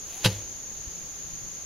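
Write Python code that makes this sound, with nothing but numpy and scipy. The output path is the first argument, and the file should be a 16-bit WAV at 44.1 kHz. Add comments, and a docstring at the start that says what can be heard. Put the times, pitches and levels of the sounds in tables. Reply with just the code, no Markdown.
"""Threshing rice in a valley

Near the microphone, a sheaf of rice is swung and beaten once against a wooden threshing tub.
The straw crashes, the tub booms, loose grain patters after it. Crickets trill all around, one near
and the rest farther off, over the faint hiss of the valley and a little wind on the microphone."""
import sys
import numpy as np
from scipy import signal
from scipy.fft import rfft, irfft
from scipy.io import wavfile

SR = 44100
rng = np.random.default_rng(int(sys.argv[2]) if len(sys.argv) > 2 else 0)


def unload_audio(sound):
    """Save the sound as a 16-bit wav file, at the path given as the first command line argument."""
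    columns = np.transpose(np.atleast_2d(sound))
    # keep every value between -1 and 1, then stretch to whole-number steps
    steps = np.round(np.clip(columns, -1, 1) * 32767)
    wavfile.write(sys.argv[1], SR, steps.astype(np.int16))


N = 72765

TIPS_S, BULK_S = .248, .257  # the ears of rice hit the boards first, then the bulk of the sheaf


def straw(t):
    """A first crack, then stalks crash on the boards in two surges; loosened grain patters on."""
    # surges of straw on the boards (time [s], level [dB], rise [s], t60 [s])
    surges = [(.249, -16, 0.0036, 0.081), (0.2593, -21.5, 0.0015, 0.066)]
    # spectrum of the crashing straw (frequency [Hz], relative level [dB])
    straw_spectrum = [(150, -2.5), (300, 0.5), (560, 0.5), (730, -9.5), (900, -1), (1250, -7), (1550, -4),
                      (1850, -2.5), (3100, 0.5), (4300, -0.5), (6200, -6), (8100, -19.5), (10200, -9.5),
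                      (13000, -20), (15500, -25)]
    # spectrum of the loose grain (frequency [Hz], relative level [dB])
    grain_spectrum = [(150, -3), (380, 3), (750, -3), (1300, -8), (3300, -1), (5500, -4.5), (8100, -20),
                      (10500, -9), (13000, -13), (15500, -23)]
    crack = undb(-4) * ring(t - TIPS_S, hz=3470, t60=.0021)
    force = sum(undb(db) * burst(t - at, rise, t60) for at, db, rise, t60 in surges)
    crash = force * crackle(straw_spectrum, spread_db=2.5, width=.48)
    spill = undb(-35) * burst(t - BULK_S, rise=.029, t60=.58)
    patter = spill * crackle(grain_spectrum, spread_db=5.5, width=.48)
    return crack + crash + patter


def tub(t):
    """The boards knock; the air inside moves against them and booms on; the slopes answer faintly."""
    # modes of the tub's boards (frequency [Hz], level [dB], t60 [s])
    board_modes = [(119.3, -13, .092), (152.7, -18, .073), (180, -22, .18), (256, -39, .2), (340, -23, .09),
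                   (400, -33, .13), (456, -30, .14), (518, -30.5, .19), (570, -34, .1), (852, -30.5, .11),
                   (1552, -30, .07), (2188, -31, .07), (2823, -28, .095), (3250, -27.5, .075),
                   (3855, -31, .06), (4055, -31, .06)]
    # modes of the air in the tub (frequency [Hz], level [dB], t60 [s])
    cavity_modes = [(100.6, -20, .36), (108.7, -37, .8)]
    # slow shudder of the whole tub on the ground (frequency [Hz], level [dB], t60 [s])
    shudder_modes = [(53, -43, 1.4), (69, -39, .65)]
    age = t - BULK_S
    boards = sum(undb(db) * ring(age, hz, t60) for hz, db, t60 in board_modes)
    boom = sum(undb(db) * ring(age, hz, t60) for hz, db, t60 in cavity_modes)
    shudder = sum(undb(db) * ring(age, hz, t60, cycles=1.1) for hz, db, t60 in shudder_modes)
    knock = signal.sosfilt(signal.butter(2, 60, "high", fs=SR, output="sos"), boards - boom)
    midrange = colour(boards, [(110, -36), (300, 0), (600, 0), (1500, -12)])
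    echo = scatter(midrange, t60=.9)
    return knock + shudder + undb(-61) * stereo(echo[0], echo[1], width=.19)


def swing(t):
    """The sheaf rustles as it moves; on the way down its stalks whistle faintly, rising in pitch."""
    # the downswing, then the lift (time of top speed [s], level [dB], length [s])
    moves = [(.15, -47.5, 0.061), (1.2, -63, 0.24)]
    # spectrum of the rustling sheaf (frequency [Hz], relative level [dB])
    rustle_spectrum = [(200, -15), (500, -3), (1500, -3), (3500, 2), (6000, -9), (8100, -15), (10500, 0.5),
                       (15500, -11)]
    # whistle of the stalks (time [s], pitch [Hz])
    glide = [(.02, 387.7), (.1, 654), (.15, 707), (.24, 876)]
    pitch = np.interp(t, *np.array(glide).T)
    flutter = 1 + .57 * waver(44)
    tone = np.sin(2 * np.pi * np.cumsum(pitch) / SR + .46 * waver(30))
    whistle = undb(-55.5) * flutter * tone * burst(t - TIPS_S, rise=.66, t60=.03)
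    speed = sum(undb(db) * bell(t - at, length) for at, db, length in moves)
    return speed * crackle(rustle_spectrum, spread_db=5, width=.25) + whistle


def cricket(t):
    """The cricket nearest the microphone: slightly uneven strokes, a weak octave above its note."""
    jitter_s = .001 * waver(9.3)
    loudness, phase = trill(t + jitter_s, hz=6796, rate=28.3, sag_hz=313, at=-.001, pulse_s=.0051)
    phase = phase + waver(14.5)
    song = unit(loudness * (np.sin(phase) + undb(-25) * np.sin(2 * phase)))
    return undb(-46) * unit(song + undb(-6) * scatter(song, t60=.24))


def chorus(t, count=12):
    """Crickets farther off, each with its own note and rate, blurred by the foliage."""
    songs = 0
    for hz, (pace, at) in zip(np.linspace(6170, 6763, count), rng.random((count, 2))):
        loudness, phase = trill(t, hz, rate=28.3 * (.7 + pace), sag_hz=430, at=at, pulse_s=.0058)
        songs = songs + scatter(loudness * np.sin(phase + 1.8 * waver(80)), t60=.13)
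    return undb(-40) * unit(songs)


def trill(t, hz, rate, sag_hz, at, pulse_s):
    """Wing strokes, rate a second, each a short tone that sags in pitch. Returns loudness and phase."""
    stroke = ((t - at) * rate + .5) % 1 - .5
    pitch = hz - sag_hz * stroke
    return bell(stroke / rate, pulse_s), 2 * np.pi * np.cumsum(pitch) / SR


def valley():
    """The faint, even hiss of the valley, spread between left and right."""
    # hiss common to both channels (frequency [Hz], relative level [dB])
    mid_spectrum = [(25, 2), (60, 5.5), (140, -3), (300, -2), (550, -5), (800, -8.5), (1600, -11.5),
                    (3500, -11), (4800, -10), (5700, -8.5), (6900, -15), (7300, -10.5), (8100, -41),
                    (9000, -15.5), (10200, -17.5), (13000, -18.5), (15500, -26.5)]
    # hiss that differs between the channels (frequency [Hz], relative level [dB])
    side_spectrum = [(25, -4), (140, -2), (400, -6.5), (800, -11), (1600, -14), (3500, -15.5), (5000, -10),
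                     (6900, -3.5), (7400, -26), (8100, -37), (10200, -23), (13000, -24), (15500, -25)]
    return stereo(undb(-48.5) * noise(mid_spectrum), noise(side_spectrum), width=undb(-49.5))


def wind(t):
    """Wind rumbles on the microphone and now and then nudges it, more strongly on the left."""
    # spectrum of the rumble (frequency [Hz], relative level [dB])
    spectrum = [(10, -39.5), (28, -9.5), (55, -6.5), (85, -13), (160, -2), (500, -58)]
    # rise and fall of the wind (time [s], level [dB])
    gusts = [(0, -61), (.25, -61), (.5, -59.5), (.75, -54.5), (.82, -59.5), (1.0, -55), (1.15, -59.5),
             (1.35, -53), (1.65, -62.5)]
    # soft buffets on the microphone (time [s], level [dB], length [s])
    buffets = [(0.878, -32, 0.0034), (1.333, -39, 0.0047), (1.449, -39.5, 0.0063)]
    strength = undb(np.interp(t, *np.array(gusts).T))
    rumble = strength * stereo(noise(spectrum), noise(spectrum), width=.99)
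    nudges = sum(undb(db) * (at - t) / length * bell(t - at, length) for at, db, length in buffets)
    return (rumble + nudges) * undb([[2], [-2]])


def crackle(spectrum, spread_db, width):
    """Dense tiny clicks of uneven size; only their treble is wide."""
    def clicks():
        return rng.standard_normal(N) * undb(spread_db * np.minimum(rng.exponential(size=N), 4))
    mid, side = colour(clicks(), spectrum), colour(clicks(), spectrum)
    treble = signal.sosfilt(signal.butter(1, 6000, "high", fs=SR, output="sos"), side)
    return stereo(mid, treble, width)


def ring(t, hz, t60, cycles=.067):
    """A damped mode that builds over the given cycles from t = 0, as the soft sheaf presses on."""
    age = np.maximum(t, 0)
    build = 1 - np.exp(-age * hz / cycles)
    return np.sin(2 * np.pi * hz * age) * np.exp(-np.log(1000) * age / t60) * build


def scatter(x, t60):
    """Diffuse reflections from plants and slopes, different in each channel; rms 1."""
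    decay = np.exp(-np.log(1000) * np.arange(SR // 2) / SR / t60)
    tail = rng.standard_normal((2, SR // 2)) * decay
    return unit(irfft(rfft(x) * rfft(tail, N), N))


def burst(t, rise, t60):
    """A swell up to t = 0, then a decay."""
    return np.exp(np.minimum(t, 0) / rise - np.log(1000) * np.maximum(t, 0) / t60)


def bell(t, length):
    """A Gaussian swell around t = 0; length is its standard deviation."""
    return np.exp(-.5 * (t / length) ** 2)


def waver(hz):
    """A random drift that rolls off above hz; rms 1."""
    return noise([(hz, 0), (4 * hz, -30), (16 * hz, -90)])


def noise(spectrum):
    """Steady noise with the given spectrum; rms 1."""
    return colour(rng.standard_normal(N), spectrum)


def colour(x, spectrum):
    """Shape x by points of (frequency [Hz], relative level [dB]); rms 1."""
    hz, db = np.array(spectrum).T
    bin_hz = np.maximum(np.arange(N // 2 + 1) * SR / N, 1)
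    gain = undb(np.interp(np.log(bin_hz), np.log(hz), db))
    return unit(irfft(rfft(x) * gain, N))


def stereo(mid, side, width):
    """Left and right from a mid and a side signal."""
    return mid + width * side * np.array([[1], [-1]])


def undb(db):
    """Decibels to gain."""
    return 10 ** (np.asarray(db) / 20)


def unit(x):
    """Scale to rms 1."""
    return x / np.sqrt(np.mean(x ** 2))


def scene():
    """One blow among the insects, as it reaches the microphone."""
    t = np.arange(N) / SR
    return swing(t) + straw(t) + tub(t) + cricket(t) + chorus(t) + valley() + wind(t)


def record(dry):
    """The recorder cuts the treble above 15.7 kHz."""
    return signal.sosfilt(signal.ellip(10, .2, 80, 15700, fs=SR, output="sos"), dry)


dry = scene()
out = record(dry)
unload_audio(out)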